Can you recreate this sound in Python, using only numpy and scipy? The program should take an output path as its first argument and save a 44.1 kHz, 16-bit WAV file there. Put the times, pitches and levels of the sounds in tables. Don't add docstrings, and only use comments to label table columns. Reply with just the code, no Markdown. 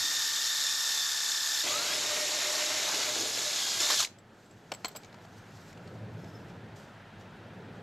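import sys
import numpy as np
from scipy import signal
from scipy.fft import rfft, irfft, next_fast_len
from scipy.io import wavfile
from scipy.ndimage import uniform_filter1d, map_coordinates

SR = 44100
rng = np.random.default_rng(int(sys.argv[2]) if len(sys.argv) > 2 else 0)


def volts_from_decibels(level):
    exponent = np.asarray(level, float) / 20
    return 10 ** exponent


def generate_wav(signal):
    frames = np.transpose(np.atleast_2d(signal))
    scaled = np.clip(frames, -1, 1) * 32767
    pcm = np.round(scaled).astype(np.int16)
    wavfile.write(sys.argv[1], SR, pcm)


N = 344862
CHANGE_S = 1.635
TEETH, MOTOR = 50, 8.286

# t/s, f/Hz
PILOT_SPEED = [(0, 1812), (.06, 1820), (.12, 1799), (.17, 1802), (.24, 1791), (.4, 1790), (.45, 1807),
               (.52, 1792), (.64, 1775), (.73, 1794), (.86, 1795), (.92, 1776), (.97, 1781), (1.04, 1773),
               (1.08, 1751), (1.2, 1744), (1.36, 1751), (1.635, 1752)]
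# f/Hz, level/dB per Hz
PILOT_BODY = [(150, -49), (250, -27.5), (743, -17.5), (868, -17), (1620, -8), (1760, -6.5), (1960, -12.5),
              (2910, -11.5), (3650, -3), (3910, -5), (7280, -3.5), (9440, -21), (11800, -12.5),
              (15600, -37)]
# f/Hz, level/dB per Hz
PILOT_CUTTING = [(120, -58), (200, -24), (287, -6), (550, -24), (644, -9), (1200, -3), (1560, -25),
                 (2640, -120)]


def pilot():
    t = np.arange(N) / SR
    mesh_hz, = curves(PILOT_SPEED)
    whine = gearbox(mesh_hz, clear_lines, jitter=0.12, throb_db=0.8, body=PILOT_BODY)
    cutting_db = -30 + 10 * np.exp(-t / 0.2) + 0.88 * wobble(7.5)
    cutting = volts_from_decibels(cutting_db) * drill_rush(shaped(PILOT_CUTTING), patchy_db=-3)
    balance_db = np.array([[0.15], [-0.15]])
    grind = volts_from_decibels(-31.5 + 0.31 * wobble(6.5) + balance_db)
    return grind * (whine + cutting) * between(-1, CHANGE_S, 0.02)


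# spindle order, level/dB at light load, level/dB pressed, place/turn
RING_LINES = [(46, -28, -28, .25), (47, -31, -26, .25), (48, -18.5, -20, .25), (49, -31, -26, .25),
              (50, -12, -14, .25), (51, -22, -19, .25), (52, -17.5, -16, .25), (100, -25, -18, 0),
              (99, -30, -20, 0), (101, -21, -16, 0), (102, -15, -13, 0), (103, -17, -14, 0),
              (104, -13, -13, 0), (105, -19, -17, 0), (106, -19, -16, 0), (107, -23, -20, 0),
              (108, -23, -20, 0), (151, -19, -21, .78), (152, -19, -19, .78), (153, -23, -22, .78),
              (154, -13, -13, .78), (155, -23, -20, .78)]
# motor order, level/dB at light load, level/dB pressed
ARMATURE = [(12, -8, -16), (18, -12, -15), (23, -21, -19), (24, -22, -19), (30, -27, -28)]


def clear_lines(spindle, shake):
    planets_line_up_s = 1.578
    turn = spindle - spindle[round(planets_line_up_s * SR)]
    pressed = between(1.06, 9, 0.06)

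    def level(light_db, pressed_db):
        return volts_from_decibels(light_db + (pressed_db - light_db) * pressed)

    gears = sum(level(light_db, pressed_db) * np.cos(k * (turn - 2 * np.pi * place + shake / TEETH))
                for k, light_db, pressed_db, place in RING_LINES)
    motor = sum(level(light_db, pressed_db) * volts_from_decibels(2.8 * wobble(18.2))
                * np.sin(k * (MOTOR * turn + 0.1 * shake)) for k, light_db, pressed_db in ARMATURE)
    return gears * volts_from_decibels(0.64 * wobble(24.7)) + motor


# t/s, effort level/dB, bite of the edge/dB
EFFORT = [(1.64, -32.5, 0), (2.6, -32.5, 1.5), (2.95, -32, 2), (3.09, -33, 1), (3.13, -33.5, -1.5),
          (3.29, -33, -2), (3.34, -33.5, -1.5), (3.54, -32, -1), (3.6, -32, -3.5), (3.795, -32.5, -2),
          (3.803, -29, -0.5), (3.88, -30, -2), (3.94, -28, -2), (3.97, -29.5, -7), (4.004, -25.5, -6)]
# f/Hz, level/dB per Hz
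STEP_BODY = [(1650, -32.5), (2800, -6), (3810, 1.5), (4730, -1.5), (5120, -2), (6130, -0.5), (7070, 0.5),
             (9630, -17.5), (11000, -11), (11600, -11.5), (15600, -32)]
# f/Hz, level/dB
TONE_PATH = [(1080, -20), (1280, -8), (1500, -17), (1700, -17), (1850, -13), (2500, -21), (3000, -15),
             (3350, -11), (3500, -14), (3680, -13), (3850, -8), (4280, -9),
             (4500, -16), (5100, -13), (5600, -9)]
# f/Hz, level/dB per Hz
RASP = [(410, -26.5), (700, 0.5), (735, -3), (893, -2.5), (1640, -0.5), (1870, -4.5), (2020, 1.5),
        (3000, -2), (3900, -46), (6600, -120)]
# t/s, f/Hz, level/dB, t60/s
BIT = (4.04, 9829, -80, 1)


def stepped():
    t = np.arange(N) / SR
    effort_db, bite_db = curves(EFFORT)
    fade_db = 317 * np.maximum(t - 4.004, 0)
    grind_db = effort_db - fade_db + 0.5 * wobble(12)
    mesh_hz = step_speed()
    load = between(1.95, BRAKE_S, 0.03)
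    hush_db = 500 * np.maximum(t - 4.015, 0)
    free_db = 4.5 * (1 - load)
    tone_db = [along(TONE_PATH, k * mesh_hz) + free_db - hush_db for k in (1, 2, 3)]
    tone_db[1] = tone_db[1] + 3 * between(3.58, 9, 0.1)

    def sing(spindle, shake):
        return mesh_tones(spindle, shake, tone_db, wander=0.15 + 0.25 * load, depth=0.25 + 0.2 * load)

    whine = gearbox(mesh_hz, sing, jitter=0.14, throb_db=0.6, body=STEP_BODY)
    rasp_db = -7.5 + bite_db + 1.4 * wobble(120) + 0.42 * wobble(35) + 0.47 * wobble(13)
    rasp = volts_from_decibels(rasp_db) * drill_rush(shaped(RASP), patchy_db=1)
    shaken = chatter(grind_db, bite_db) + plate(grind_db, bite_db)
    start, hz, db, t60 = BIT
    bit = (t > start) * volts_from_decibels(db - 60 * np.abs(t - start) / t60) * np.sin(2 * np.pi * hz * t)
    drilling = volts_from_decibels(grind_db) * (whine + rasp) + shaken * between(0, BRAKE_S, 0.039)
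    return drilling * between(CHANGE_S, 4.07, 0.0079) + bit


# t/s, f/Hz
STEP_SPEED = [(1.97, 1775), (2.05, 1830), (2.2, 1860), (2.3, 1850), (2.4, 1826), (2.55, 1845), (2.8, 1790),
              (2.9, 1720), (2.96, 1690), (3.17, 1674), (3.28, 1692), (3.33, 1735), (3.45, 1728),
              (3.6, 1678), (3.65, 1632), (3.795, 1620), (3.808, 1750), (3.91, 1800), (3.98, 1730)]
BRAKE_S = 3.982


def step_speed():
    t = np.arange(N) / SR
    run_up_hz = 990 + 2330 * np.maximum(t - CHANGE_S, 0)
    loaded_hz, = curves(STEP_SPEED)
    braked_hz = 20000 * np.maximum(t - BRAKE_S, 0)
    return np.maximum(np.minimum(run_up_hz, loaded_hz) - braked_hz, 200)


PLANETS = [(1, .6, .5, .28), (2, 1.1, .1, .03), (3, 1.1, .4, .2), (4, .8, .6, .15)]


def mesh_tones(spindle, shake, tone_db, wander, depth):
    fourth_db = np.minimum(tone_db[2], -13) - 1.5
    tones = 0
    for (k, upper, lower, place), db in zip(PLANETS, tone_db + [fourth_db]):
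        angle = spindle - 2 * np.pi * place
        planets = np.exp(2j * angle)
        swell = np.exp(depth * (upper * planets + lower / planets) + wander * np.cos(angle))
        mesh = swell * volts_from_decibels(wobble(25)) * np.exp(1j * k * (TEETH * spindle + shake))
        tones = tones + volts_from_decibels(db) * unit(mesh.real)
    return filtered(tones, lambda hz: volts_from_decibels(0.84 * housing(hz) - 4))


# motor order, level/dB
MOTOR_ORDERS = [(1, -36), (3, -23), (4, -21.5)]


def gearbox(mesh_hz, sing, jitter, throb_db, body):
    spindle = 2 * np.pi * np.cumsum(mesh_hz / TEETH) / SR
    shake = jitter * (wobble(20) + 0.5 * wobble(150))
    hum = sum(volts_from_decibels(db - 2.5 + 1.5 * wobble(15)) * np.sin(k * MOTOR * spindle + 0.25 * k * shake)
              for k, db in MOTOR_ORDERS)
    noise = drill_rush(lambda hz: volts_from_decibels(along(body, hz) + housing(hz)), patchy_db=1)
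    turns = np.cos(2 * spindle - 1) + 1.44 * np.cos(4 * spindle) + 0.5 * np.cos(spindle)
    throb = volts_from_decibels(throb_db * turns + 0.31 * wobble(39.9))
    return hum + sing(spindle, shake) + noise * unit(throb)


# f/Hz, width/Hz, lift/dB
HOUSING = [(3700, 240, 1), (4310, 150, 2), (5010, 780, 2.5), (6700, 320, 1), (2420, 240, -0.5)]


def housing(hz):
    return sum(db / (1 + (2 * (hz - centre) / width) ** 2) for centre, width, db in HOUSING)


# t/s, rise/s, fall/s, level/dB
SHUDDERS = [
    (1.8, .15, 0.077, -50),
    (2.1, 0.17, 0.099, -53.5),
    (3.23, 0.18, 0.12, -48),
    (3.168, .012, .015, -41),
    (3.21, .01, .012, -43),
    (3.232, .01, .012, -41),
    (3.26, 0.013, .015, -40.5),
    (3.3, .015, .015, -45),
    (3.378, .015, 0.014, -46),
]
# f/Hz, level/dB per Hz
STEP_CHATTER = [(170, -40), (260, 2), (400, 6), (700, 0.5), (1100, -20), (1600, -35)]


def chatter(grind_db, bite_db):
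    shake = volts_from_decibels(grind_db - 19 + 0.86 * bite_db) + strokes(SHUDDERS, rest_db=-99)
    flutter = volts_from_decibels(0.85 * wobble(30.08) + 0.78 * wobble(12))
    return shake * flutter * drill_rush(shaped(STEP_CHATTER), patchy_db=1)


# t/s, level/dB
PLATE_BURSTS = [(1.69, -44.5), (1.76, -41.5), (1.83, -50), (1.98, -46), (2.05, -51), (2.13, -41.5),
                (2.23, -38.5), (2.33, -47), (2.49, -43), (2.56, -46.5), (2.63, -40), (2.75, -42.5),
                (2.82, -45), (2.88, -46), (2.94, -53), (3.1, -42.5), (3.49, -46.5), (3.91, -49),
                (3.95, -46)]


def plate(grind_db, bite_db):
    plate_hz, width_hz = 607, 26
    band = drill_rush(lambda hz: 1 / (1 + (2 * (hz - plate_hz) / width_hz) ** 2) ** 0.69, patchy_db=2.5)
    steady = band * volts_from_decibels(grind_db - 21.5 + 2.9 * bite_db)
    rise_hz = np.interp(np.arange(N) / SR, [CHANGE_S, 2.6], [587, plate_hz])
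    note_hz = rise_hz + 7.6 * wobble(25)
    note = np.sqrt(2) * volts_from_decibels(2.4 * wobble(40)) * np.sin(2 * np.pi * np.cumsum(note_hz) / SR)
    bursts = strokes([(s, 0.04, 0.045, db) for s, db in PLATE_BURSTS], rest_db=-99)
    return steady + bursts * note


# t/s, peak level/dB, low part level/dB
GRABS = [
    (3.7364, -25, -25),
    (3.8018, -21, -6),
    (3.813, -23, -6),
    (3.8444, -21, -20),
    (3.901, -13.5, -3),
    (3.9537, -19, -20),
    (3.9774, -32, -22),
    (3.9994, -27, -36),
    (4.024, -17, -6.5),
]


def grabs():
    t = np.arange(SR // 12) / SR
    high, low = np.zeros(N + SR), np.zeros(N + SR)
    for s, db, low_db in GRABS:
        burst = volts_from_decibels(db - 11.5 - 60 * t / 0.11) * (1 - np.exp(-t / 0.0013))
        high[round(s * SR):][:len(t)] += burst
        low[round(s * SR):][:len(t)] += burst * volts_from_decibels(low_db)
    band = [(350, -32), (600, -6), (1100, 7), (1900, 3), (2800, -25)]  # f/Hz, level/dB per Hz
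    rasp = high[:N] * drill_rush(shaped(STEP_BODY), patchy_db=2.2)
    return rasp + low[:N] * drill_rush(shaped(band), patchy_db=2.3)


# t/s, tick level/dB, timber knock level/dB
BRAKE_CLICKS = [
    (4.047, -22.5, -25),
    (4.0718, -40, -6),
]
# t/s, tick level/dB, timber knock level/dB
TAPS = [(4.7158, -44, 0), (4.843, -47, -4), (4.7183, -25, 2), (4.8457, -22, -1), (4.8674, -42, -4),
        (4.8894, -45, -3), (4.9504, -50.5, 12.5), (4.9538, -50, 12.5), (5.033, -44.5, -6),
        (5.0459, -43, -6), (5.0574, -51, -7), (5.1267, -50, -4), (5.1428, -47, 0), (5.1861, -56, 5),
        (5.2494, -55, 8), (5.7284, -49, -10), (5.7743, -50, 1), (5.875, -47, -1), (6.2444, -52, -5),
        (6.4994, -55.5, 5), (6.7644, -57, 1), (7.2094, -51, -4.5)]
# t/s, tick level/dB, sleeve ring level/dB
JINGLES = [(4.0486, -43.5, -18), (4.085, -62, -18), (4.106, -62, -18), (4.1854, -53, -22),
           (4.4594, -57, -34), (4.5101, -53, -36), (4.7374, -38.5, -27), (4.7466, -40.5, -21),
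           (4.8544, -32, -21), (4.8811, -39.5, -10), (4.9144, -53, -24), (4.9606, -34.5, -17),
           (4.9674, -42, -7), (4.9764, -56, -20)]
# f/Hz, level/dB, t60/s
KNOCK = [(330, -13, .04), (470, -9, .025), (660, -4, .04), (780, -1, .02), (950, -4, .015),
         (1200, -3, .015), (1390, -4, .02), (3250, -9, .025), (4500, -14, .025)]
# f/Hz, level/dB, t60/s
JAWS = [(7484, -4, 0.045), (7710, 0.5, 0.054), (8260, -9, 0.035)]
# f/Hz, level/dB, t60/s
SLEEVE = [(13280, 6, 0.04), (14760, -7, .04)]
# f/Hz, level/dB per Hz
SHELL = [(1290, -19), (2200, -0.5), (2680, -6.5), (2980, -1), (3450, -8), (4200, -2), (5880, -8.5),
         (6590, -8), (8020, -11), (9610, -27), (15600, -30)]
# f/Hz, level/dB per Hz
TIMBER = [(200, -26), (450, -4), (720, 5.5), (1000, -2.5), (1330, -1.5), (2000, -15), (2600, -37)]
# f/Hz, level/dB per Hz
SNAP = [(5000, -20), (7000, 0), (11000, -3), (15600, -8)]


def contacts():
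    t = np.arange(SR // 2) / SR
    case, timber, chuck, snap = np.zeros((4, N + SR))
    rise = 1 - np.exp(-t / 0.00068)
    taps = [(s, db, knock_db, -30, -39) for s, db, knock_db in BRAKE_CLICKS + TAPS]
    jingles = [(s, db, -5, -3.5, sleeve_db) for s, db, sleeve_db in JINGLES]
    for s, db, knock_db, jaw_db, sleeve_db in taps + jingles:
        at = slice(round(s * SR), round(s * SR) + len(t))
        case[at] += volts_from_decibels(db - 2.5 - 60 * t / 0.027) * rise
        timber[at] += volts_from_decibels(db + knock_db - 5.5 - 60 * t / 0.044) * rise
        chuck[at] += volts_from_decibels(db + knock_db - 0.9) * rise * ring(KNOCK, t, rough=0.063)
        chuck[at] += volts_from_decibels(db + jaw_db - 1) * rise * ring(JAWS, t, rough=0.048)
        chuck[at] += volts_from_decibels(db + sleeve_db + 0.5) * rise * ring(SLEEVE, t, rough=0.02)
    for s, db, _ in JINGLES:
        snap[round(s * SR):][:len(t)] += volts_from_decibels(db - 17 - 60 * t / 0.011)
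    dull = case[:N] * bench_rush(shaped(SHELL), patchy_db=2.9)
    dull = dull + timber[:N] * bench_rush(shaped(TIMBER), patchy_db=2)
    sharp = snap[:N] * bench_rush(shaped(SNAP), patchy_db=1.5)
    return (dull + chuck[:N] + sharp) * volts_from_decibels([[0.4], [-0.4]])


def ring(modes, t, rough):
    blur = rough * np.cumsum(rng.standard_normal(len(t)))
    strength_db = rng.normal(0, 2, len(modes))
    return sum(volts_from_decibels(db + extra_db - 60 * t / t60) * np.sin(2 * np.pi * hz * t + blur)
               for extra_db, (hz, db, t60) in zip(strength_db, modes))


# t/s, rise/s, fall/s, level/dB
SWEEP = [(4.45, 0.2, .4, -72), (4.88, 0.37, 0.32, -67), (5.25, .08, .05, -69), (5.39, 0.12, .04, -66),
         (5.57, .06, 0.22, -65), (5.71, 0.34, .03, -63.5), (5.86, .15, 0.46, -72),
         (6.25, 0.13, 0.37, -70.5), (6.5, .06, .06, -72), (6.762, .006, 0.13, -64), (6.8, .02, .04, -64.5),
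         (7.2, .01, .05, -70), (7.37, .08, .02, -76), (7.54, .04, .15, -78), (7.76, .06, .1, -76)]
# f/Hz, level/dB per Hz
RUSTLE = [(1760, -38.5), (3000, -16.5), (3140, -7), (4030, -3), (4500, -2), (6830, -2.5), (8370, -7),
          (9350, -19.5), (12100, -10), (14300, -26)]
# t/s, rise/s, fall/s, level/dB
SQUEAK = [
    (6.2, .03, .03, -70),
    (6.242, .008, .012, -63),
    (6.287, .01, .01, -63),
    (6.3, .01, .03, -65),
    (6.356, .012, .018, -59),
    (6.42, .03, .02, -73),
    (6.5, .02, .012, -68),
]
# f/Hz, level/dB per Hz
SCRAPE = [(4400, -25), (5000, -3), (5300, 0), (5900, -4), (6500, -25)]


def hand():
    t = np.arange(N) / SR
    rub = strokes(SWEEP, rest_db=-84) * volts_from_decibels(3 + 0.99 * wobble(60) + 0.38 * wobble(15))
    rustle = rub * bench_rush(shaped(RUSTLE), patchy_db=1.5)

    def slip(hz, drift_hz):
        drift = drift_hz * np.cumsum(0.69 * wobble(40) + 2 * wobble(500)) / SR
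        return volts_from_decibels(3.5 * wobble(121.27)) * np.sin(2 * np.pi * (hz * t + drift))

    scrape = 0.5 * bench_rush(shaped(SCRAPE), patchy_db=2.5)
    squeak = strokes(SQUEAK, rest_db=-99) * (slip(5230, 25) + scrape) + volts_from_decibels(-82) * slip(11800, 170)
    return rustle * between(3, 9, 0.05) + squeak * between(6.12, 6.51, 0.03)


# t/s, level/dB
RUMBLE = [(0, -61.5), (.4, -69.5), (1.62, -69.5), (1.66, -59), (2.1, -60.5), (2.4, -65), (3, -60),
          (4.45, -61), (4.8, -56.5), (5.2, -55.5), (5.7, -51.5), (6.05, -45), (6.7, -48), (7.02, -56),
          (7.2, -52), (7.82, -49.5)]
# f/Hz, level/dB per Hz
RUMBLE_TONE = [(35, -47), (60, -26), (84, -7), (102, 3.5), (118, 1), (135, -5.5), (172, 0), (260, -15.5),
               (340, -50), (570, -120)]
# f/Hz, level/dB per Hz
DEEP = [(15, -22), (38, 6), (62, -8), (80, -46)]
# f/Hz, level/dB per Hz
LOW_AIR = [(120, -32), (200, -1), (269, -6), (387, -5.5), (645, -9), (900, -16), (1170, -47.5),
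           (1980, -120)]
# f/Hz, level/dB per Hz
MID_AIR = [(410, -21), (700, -7), (912, -5.5), (1170, -10.5), (1300, -6.5), (1650, -7), (2150, -13),
           (3610, -18), (5280, -26.5), (9920, -39.5), (11500, -41), (14300, -45.5)]
# t/s, rise/s, fall/s, level/dB
DRONE = [
    (7.7, 0.11, 0.41, -63),
]


def workshop():
    t = np.arange(N) / SR
    traffic_db, = curves(RUMBLE)
    duck_db = -7 * np.exp(-np.maximum(t - 4.5, 0) / 0.72)
    low = volts_from_decibels(-57.5 + 0.6 * (traffic_db + 52)) + strokes(DRONE, rest_db=-99)
    rumble = volts_from_decibels(traffic_db - 0.5 + 0.6 * wobble(14)) * bench_rush(shaped(RUMBLE_TONE), patchy_db=0)
    low_air = low * volts_from_decibels(3) * bench_rush(shaped(LOW_AIR), patchy_db=1.3)
    mid_air = volts_from_decibels(-55 + duck_db) * bench_rush(shaped(MID_AIR), patchy_db=0.75)
    deep = volts_from_decibels(np.linspace(-79, -70, N)) * bench_rush(shaped(DEEP), patchy_db=3)
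    return rumble + deep + (low_air + mid_air) * volts_from_decibels(-8 * between(-1, CHANGE_S, 0.012))


# f/Hz, t60/s
WALLS = [(300, 0.15), (3000, 0.27), (12000, 0.24)]


def room(x):
    hz, t, z = signal.stft(rng.standard_normal((2, SR // 3)), SR, nperseg=256)
    decay = volts_from_decibels(-60 * t / along(WALLS, hz)[:, None])
    tail = signal.istft(z * decay, SR, nperseg=256)[1]
    delayed = np.pad(x, (300, 0))[None]
    return signal.fftconvolve(delayed, tail / np.linalg.norm(tail[0]), axes=1)[:, :N]


# f/Hz, side minus mid level/dB
DRILL_WIDTH = [(60, -18), (100, -6), (180, -9), (310, -24), (550, -12.5), (950, -20), (1650, -63),
               (2860, -53), (4970, -52), (8640, -11.5), (15000, -27)]


def drill_rush(gain, patchy_db):
    return rush(gain, DRILL_WIDTH, patchy_db)


# f/Hz, side minus mid level/dB
BENCH_WIDTH = [(60, -37), (130, -37), (290, -25), (640, -15), (1410, -13.5), (3100, -14.5), (6820, -15.5),
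               (15000, -7)]


def bench_rush(gain, patchy_db):
    return rush(gain, BENCH_WIDTH, patchy_db)


def rush(gain, width, patchy_db):
    z = signal.stft(rng.standard_normal((2, N)), nperseg=512)[2]
    field = uniform_filter1d(rng.standard_normal(z.shape[1:]), size=5, axis=0)
    field = uniform_filter1d(field, size=6, axis=1)
    pair = signal.istft(z * volts_from_decibels(patchy_db * unit(field)), nperseg=512)[1][:, :N]
    mid, side = filtered(pair, lambda hz: gain(hz) * np.array([np.ones_like(hz), volts_from_decibels(along(width, hz))]))
    return unit(np.array([mid + side, mid - side]))


def shaped(spectrum):
    return lambda hz: volts_from_decibels(along(spectrum, hz))


def filtered(x, response):
    m = next_fast_len(N + SR // 2)
    return irfft(rfft(x, m) * response(np.fft.rfftfreq(m, 1 / SR)), m)[..., :N]


def strokes(rows, rest_db):
    t = np.arange(N) / SR
    swells_db = [db - 10 * np.maximum((s - t) / abs(rise), (t - s) / abs(fall)) for s, rise, fall, db in rows]
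    return volts_from_decibels(np.maximum(np.max(swells_db, axis=0), rest_db))


def curves(rows):
    s, *columns = np.transpose(rows)
    return [np.interp(np.arange(N) / SR, s, column) for column in columns]


def between(start, end, fade):
    t = np.arange(N) / SR
    return np.clip(np.minimum(t - start, end - t) / fade + 0.5, 0, 1)


def wobble(rate):
    knots = rng.standard_normal(int(N * rate / SR) + 4)
    return map_coordinates(knots, [np.arange(N) * rate / SR])


def along(points, hz):
    f, value = np.transpose(points)
    return np.interp(np.log(hz + 1), np.log(f + 1), value)


def unit(x):
    return x / np.sqrt(np.mean(x ** 2) + 1e-20)


def scene():
    near = pilot() + stepped() + grabs()
    touches = filtered(contacts(), lambda hz: (1j * hz / (1j * hz + 190)) ** 2)
    echo = volts_from_decibels(-19) * room(near.mean(0)) + volts_from_decibels(-18.5) * room(touches.mean(0))
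    return near + touches + echo + hand() + workshop()


def top_cut(x):
    return signal.sosfilt(signal.butter(12, 15770, fs=SR, output="sos"), x)


def record(dry):
    left, right = dry
    middle_and_side = np.array([left + right, left - right]) / 2
    mid, side = filtered(middle_and_side, lambda hz: np.array([hz < 15790, hz < 11000]))
    return top_cut(np.array([mid + side, mid - side]))


dry = scene()
out = record(dry)
generate_wav(out)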